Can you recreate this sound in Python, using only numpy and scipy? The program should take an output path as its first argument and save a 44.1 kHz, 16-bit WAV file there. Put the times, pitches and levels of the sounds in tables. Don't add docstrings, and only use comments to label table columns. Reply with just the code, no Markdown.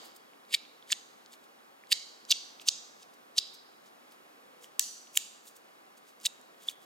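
import sys
import numpy as np
from scipy import signal
from scipy.fft import rfft, irfft, next_fast_len
from scipy.io import wavfile
from scipy.ndimage import uniform_filter1d

SR = 44100
rng = np.random.default_rng(int(sys.argv[2]) if len(sys.argv) > 2 else 0)


def transcribe(signal):
    frames = np.atleast_2d(signal).T
    limited = np.clip(frames, -1, 1)
    pcm = np.round(limited * 32767).astype(np.int16)
    wavfile.write(sys.argv[1], SR, pcm)


N = 302085
PREROLL, SIZE = SR // 3, next_fast_len(N + 2 * SR)
TIME = (np.arange(SIZE) - PREROLL) / SR


def undb(db):
    return 10 ** (np.asarray(db) / 20)

def unit(x):
    return x / np.sqrt(np.mean(x ** 2))

def bin_hz(size):
    return np.maximum(np.fft.rfftfreq(size, 1 / SR), 1)

def curve(table, column):
    points = np.array(table)
    return np.interp(np.log(bin_hz(SIZE)), np.log(points[:, 0]), points[:, column])

def bell(hz, centre_hz, octaves):
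    return np.exp(-(np.log2(hz / centre_hz) / (2 * octaves)) ** 2)

def add(track, start_s, sound):
    i = PREROLL + int(round(start_s * SR))
    track[i:i + len(sound)] += sound


# (frequency [Hz], left lead of coin and room [rad], of hush [rad], hush likeness [0-1])
STEREO_IMAGE = [(150, 0.27, 0.5, 0.99), (417.5, 0.81, 1.45, 0.11), (710, 0.83, 2.4, 0.71),
                (1610, 1.7, 2.55, 0.54), (3350, 1, 1.86, 1), (6500, 0.43, 1.5, 0.84),
                (14000, 0.22, 0.25, 0.66)]
def stereo(sound, lead, pan_db, side=False):
    spectrum = rfft(sound, SIZE)
    left = undb(pan_db / 2) * irfft(spectrum * np.exp(.5j * lead), SIZE)
    right = undb(-pan_db / 2) * irfft(spectrum * np.exp(-.5j * lead), SIZE)
    return np.array([left, -right if side else right])


# (frequency [Hz], relative level [dB])
HUSH_EQ = [(18, -67), (30, -35), (103, -22), (239, -0.5), (649, 0.5), (780, 4), (866, -0.5), (1130, 1.5),
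           (1460, -2.5), (3980, -12.5), (8740, -21.5), (12300, -20.5), (16000, -26.5)]
# (time [s], lift [dB], half width [s], centre [Hz], spread [octaves])
HUSH_SWELLS = [(0, 6, 0.1, 800, 1.2), (4.549, 7, 0.15, 484, 0.071)]
def hush():
    colour, likeness = undb(curve(HUSH_EQ, 1)), curve(STEREO_IMAGE, 3)
    mid, side = (unit(irfft(rfft(rng.standard_normal(SIZE)) * colour, SIZE)) for _ in range(2))
    mid = irfft(rfft(mid) * np.sqrt((1 + likeness) / 2), SIZE)
    side = irfft(rfft(side) * np.sqrt((1 - likeness) / 2), SIZE)
    lead = curve(STEREO_IMAGE, 2)
    bed = stereo(mid, lead, pan_db=-.5) + stereo(side, lead, pan_db=-.5, side=True)
    for s, lift_db, half_s, centre_hz, octaves in HUSH_SWELLS:
        band = irfft(rfft(bed) * bell(bin_hz(SIZE), centre_hz, octaves), SIZE)
        bed += (undb(lift_db) - 1) * np.exp(-((TIME - s) / half_s) ** 2) * band
    drift_db = .6 * np.interp(np.arange(SIZE) / SR, np.arange(40) / 4, rng.standard_normal(40))
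    return bed * undb(-57.5 + drift_db)


# (centre [Hz], t60 [s], level [dB])
REVERB_BANDS = [(1500, 0.29, 3.5), (4000, 0.83, -1.5), (8100, 0.54, -1.5), (15000, 0.17, 0)]
def room_tail(coin, build_ms=8.8, likeness=0.38):
    t = np.arange(SR) / SR
    noise = rfft(rng.standard_normal((2, SR)))
    tails = 0
    for centre_hz, t60, db in REVERB_BANDS:
        band = irfft(noise * bell(bin_hz(SR), centre_hz, octaves=0.57))
        tails += undb(db) * band * np.exp(-np.log(1000) * t / t60)
    tails *= 1 - np.exp(-t * 1000 / build_ms)
    mid, side = signal.fftconvolve(coin[None], tails / np.sqrt(SR / 100), axes=1)[:, :SIZE]
    lead = curve(STEREO_IMAGE, 1)
    return (np.sqrt((1 + likeness) / 2) * stereo(mid, lead, pan_db=-1.5)
            + np.sqrt((1 - likeness) / 2) * stereo(side, lead, pan_db=-1.5, side=True))


# (frequency [Hz], level [dB])
COIN_MODES = [(1850, 4), (2270, -3.5), (2760, -2), (3100, 0), (3470, -0.5), (3850, 0.5), (4430, -0.5),
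              (4880, 1), (5300, -3), (6060, -1), (6680, 0.5), (7480, 2.5), (8300, -3.5), (9260, -4.5),
              (10300, -6.5), (12500, -4), (13700, -3), (15000, -4.5)]
def struck_metal(hits, scatter, hard_octaves, time_scale=1):
    track, t = np.zeros(SIZE), np.arange(SR // 20) / SR
    mode_hz, mode_db = np.transpose(COIN_MODES)
    variations = scatter * rng.standard_normal((len(hits), 3, len(mode_hz)))
    alternating = (-1) ** np.arange(len(mode_hz))
    for (s, db, centre_hz, octaves, t60_ms, choke), (detune, accent, phase) in zip(hits, variations):
        octaves = max(octaves, .03)
        polarity = alternating if octaves < hard_octaves else 1
        gains = polarity * undb(mode_db + 0.48 * accent) * bell(mode_hz, centre_hz, octaves)
        attack_s = time_scale * 0.00042 * (octaves / 0.15) ** -.7
        decay_s = time_scale * t60_ms / 1000 * (mode_hz[:, None] / centre_hz) ** -.8
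        age = np.maximum(t - attack_s, 0) / decay_s
        fade = np.exp(-np.log(1000) * age ** choke)
        tuned_hz = mode_hz * (1 + 0.025 * detune)
        partials = np.sin(2 * np.pi * tuned_hz[:, None] * t + phase[:, None])
        ring = gains @ (fade * partials) * np.minimum(t / attack_s, 1) ** 1.9
        ring /= np.abs(signal.hilbert(ring)).max()
        add(track, s, undb(db) * ring / np.sqrt(0.75 * time_scale))
    return track

def friction(strokes, octaves, grain_db, ring_db, mode_width_hz):
    track, size = np.zeros(SIZE), 8192
    ms, hz = (np.arange(size) - size // 2) / SR * 1000, bin_hz(size)
    modes = sum(undb(db) / (1 + (2 * (hz - mode_hz) / mode_width_hz) ** 2) for mode_hz, db in COIN_MODES)
    for s, db, rise_ms, fall_ms, centre_hz in strokes:
        noise = rng.standard_normal(size)
        roughness = np.repeat(rng.uniform(-2, 2, size // 32), 32)
        grains = noise * undb(grain_db * uniform_filter1d(roughness, size=24))
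        colour = bell(hz, centre_hz, octaves) * (1 + undb(ring_db) * modes)
        swell = undb(db - 20 * np.where(ms < 0, -ms / rise_ms, ms / fall_ms))
        add(track, s - size // 2 / SR, swell * unit(irfft(rfft(grains) * colour)))
    return track


# (peak time [s], level [dB], 20 dB rise and fall [ms], centre [Hz])
SKIN_RUBS = [(.055, -55, 54, 11000), (0.164, -52, 17, 10300), (1.333, -50.5, 29, 5500),
             (1.442, -61, 23, 6970), (2.616, -46.5, 15, 5000), (3.141, -56.5, 10, 6780),
             (3.546, -51.5, 15, 9150), (3.869, -60.5, 33, 7100), (4.124, -60.5, 28, 7900),
             (4.64, -50.5, 35, 6600), (5.477, -49.5, 38, 9300), (5.568, -54, 23, 9940),
             (5.979, -59, 20, 6540), (6.089, -59.5, 49, 6300), (6.216, -53, 12, 6960),
             (6.635, -55, 56, 5900), (6.695, -44.5, 38.5, 6300), (6.83, -61, 43, 7800)]
def skin_rubs():
    strokes = [(s, db, ms, ms, hz) for s, db, ms, hz in SKIN_RUBS]
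    return friction(strokes, octaves=0.8, grain_db=4.0, ring_db=-3.0, mode_width_hz=990)


# (time [s], level [dB], centre [Hz])
DISC_TICKS = [(0.334, -53, 2740), (.451, -49.5, 4530), (0.532, -34.5, 3060), (0.651, -43.5, 2850),
              (0.8253, -45, 3370), (0.903, -32.5, 2190), (1.261, -38, 5480), (1.323, -45, 6420),
              (1.337, -43.5, 5060), (1.837, -44, 2150), (1.871, -43, 5200), (2.251, -39, 5800),
              (2.597, -38.5, 2900), (3.03, -42, 5000), (4.6429, -40.5, 2920), (5.071, -46.5, 3060),
              (5.153, -37, 2700), (6.201, -44, 6500), (6.4136, -43.5, 8500), (6.6976, -39.5, 2700)]
def tick_hits(octaves_per_khz=0.057, t60_cycles=16.5, choke=1.09):
    return [(s, db, hz, octaves_per_khz * hz / 1000, 1000 * t60_cycles / hz, choke)
            for s, db, hz in DISC_TICKS]


# (peak time [s], level [dB], 20 dB rise [ms], centre [Hz])
DISC_SCRAPES = [(0.545, -23, 25.5, 4370), (0.923, -29.5, 28.5, 4700), (1.922, -21.5, 14.5, 4660),
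                (2.313, -23, 16.5, 4600), (2.683, -27, 15.5, 5000), (3.031, -55, 61.5, 5050),
                (3.383, -27, 16, 4890), (5.171, -31, 24.5, 7500), (6.262, -30, 22.5, 6060)]
def disc_scrapes(fall_ms=13.4):
    strokes = [(s, db, rise_ms, fall_ms, hz) for s, db, rise_ms, hz in DISC_SCRAPES]
    return friction(strokes, octaves=0.62, grain_db=5.0, ring_db=0.0, mode_width_hz=140)


# (time [s], level [dB], centre [Hz], spread [octaves])
SNAP_KNOCKS = [(0.54, -15, 3550, 0.39), (0.5432, -19, 3600, 0.15), (.5450, -11, 4260, 0.28),
               (0.548, -11.5, 4400, 0.19), (0.919, -13, 6700, 0.11), (0.9221, -20, 5750, 0.7),
               (0.9231, -8.5, 5160, 0.62), (0.9277, -15, 3360, 0.3), (1.9184, -15.5, 3030, 0.33),
               (1.9233, -6.5, 5100, 0.52), (1.927, -6, 4700, 0.32), (1.9300, -17, 4800, 0.14),
               (2.3052, -14.5, 4400, 0.12), (2.3094, -17.5, 4560, .2), (2.3127, -20, 5670, 0.15),
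               (2.3163, -6.5, 4900, 0.34), (2.321, -10.5, 4200, 0.34), (2.3224, -13.5, 3305, .2),
               (2.3252, -20.5, 3550, 0.087), (2.686, -6.5, 5280, 0.35), (2.6886, -11, 5130, 0.21),
               (2.6900, -17, 5200, 0.34), (3.3807, -11, 4480, 0.37), (3.3818, -22.5, 7800, 0.11),
               (3.384, -9.5, 4080, 0.22), (3.3870, -13, 4660, 0.16), (4.7943, -3.5, 9420, 0.68),
               (4.7953, -14, 7100, 0.57), (5.172, -13.5, 2900, 0.15), (5.1728, -7, 8300, 0.77),
               (5.174, -11, 7950, 0.31), (6.2527, -19, 4000, 0.48), (6.257, -15, 6700, .4),
               (6.2616, -23, 2670, 0.094), (6.2603, -14.5, 6460, 0.45), (6.2662, -19.5, 3830, 0.051),
               (6.6852, -22.5, 3410, .024)]
def snap_hits(t60_ms=4.995, hard_choke=1.09, ring_choke=2.2, narrow_octaves=0.28):
    hits = []
    for s, db, hz, octaves in SNAP_KNOCKS:
        narrowness = np.exp(-(octaves / narrow_octaves) ** 2)
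        hits.append((s, db, hz, octaves, t60_ms, hard_choke + (ring_choke - hard_choke) * narrowness))
    return hits


def air_push(time_s=4.7946, level_db=-27.5, half_width_ms=.07, low_cut_hz=250):
    pulse = undb(level_db) * np.exp(-((TIME - time_s) * 1000 / half_width_ms) ** 2)
    return signal.lfilter(*signal.butter(1, low_cut_hz, "high", fs=SR), pulse)


# (from time [s], room send [dB], main hollow [Hz], its lift in the send [dB],
# finger shade [Hz], its gain in the direct sound [dB], side hollow [Hz])
HAND_GRIPS = [(-.3, -26.5, 4160, -1, 6000, -6, 2230), (.3, -34.5, 2280, 14, 5900, -12, 3830),
              (.75, -32, 3470, 7, 5700, -5.5, 6600), (1.5, -26, 4750, 6, 5800, -10, 2100),
              (2.2, -26, 4860, 0.5, 2050, -13, 5900), (2.5, -24.5, 2650, 11, 1950, -12.5, 6020),
              (3.2, -27, 3870, 7, 2060, -11.5, 4970), (4.5, -22.5, 5950, 6.5, 4500, -10.5, 5550),
              (5.0, -26.5, 4600, 11.5, 4700, -9.5, 6860), (6.0, -34.5, 3710, 6.5, 5000, -1, 2700),
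              (6.5, -37.5, 3360, 14, 5000, -4, 12900)]
def hand(direct, send, shade_octaves=0.37, hollow_width_hz=210, side_lift_db=5):
    coin, held = np.array([direct, send]), np.zeros((2, SIZE))
    starts = [PREROLL + int(grip[0] * SR) for grip in HAND_GRIPS]
    for grip, start, end in zip(HAND_GRIPS, starts, [*starts[1:], SIZE]):
        _, send_db, main_hz, lift_db, shade_hz, shade_db, side_hz = grip
        band = signal.lfilter(*signal.iirpeak(shade_hz, 1 / shade_octaves, SR), coin[:, start:end])
        shaded = coin[:, start:end] + (undb([[shade_db], [0.17 * shade_db]]) - 1) * band
        hollows = sum((undb(db) - 1) * signal.lfilter(*signal.iirpeak(hz, hz / hollow_width_hz, SR), shaded)
                      for hz, db in [(main_hz, lift_db), (side_hz, side_lift_db)])
        held[0, start:end] = shaded[0] + 0.4 * hollows[0]
        held[1, start:end] = undb(send_db) * (shaded[1] + hollows[1])
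    return held


def scene():
    rubbing = disc_scrapes() + skin_rubs()
    # (time [s], level [dB], centre [Hz], spread [octaves], t60 [ms], choke [exponent]).
    opening_snap = (-.12, -6, 4500, .5, 11.25, 1)
    hits = [opening_snap, *snap_hits(), *tick_hits()]
    direct = struck_metal(hits, scatter=0.89, hard_octaves=0.56)
    send = struck_metal(hits, scatter=0.4, hard_octaves=np.inf, time_scale=0.56)
    low_cut = signal.butter(4, 1300, "high", fs=SR, output="sos")
    direct, send = hand(*signal.sosfilt(low_cut, [direct + rubbing, send + rubbing]))
    close = stereo(direct + air_push(), curve(STEREO_IMAGE, 1), pan_db=-1.4)
    mix = close + room_tail(send) + hush()
    return mix[:, PREROLL:PREROLL + N]

def record(dry, top_hz=15900):
    bent = dry + .02 * dry ** 2
    return signal.sosfilt(signal.ellip(10, .2, 70, top_hz, fs=SR, output="sos"), bent)


dry = scene()
out = record(dry)
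transcribe(out)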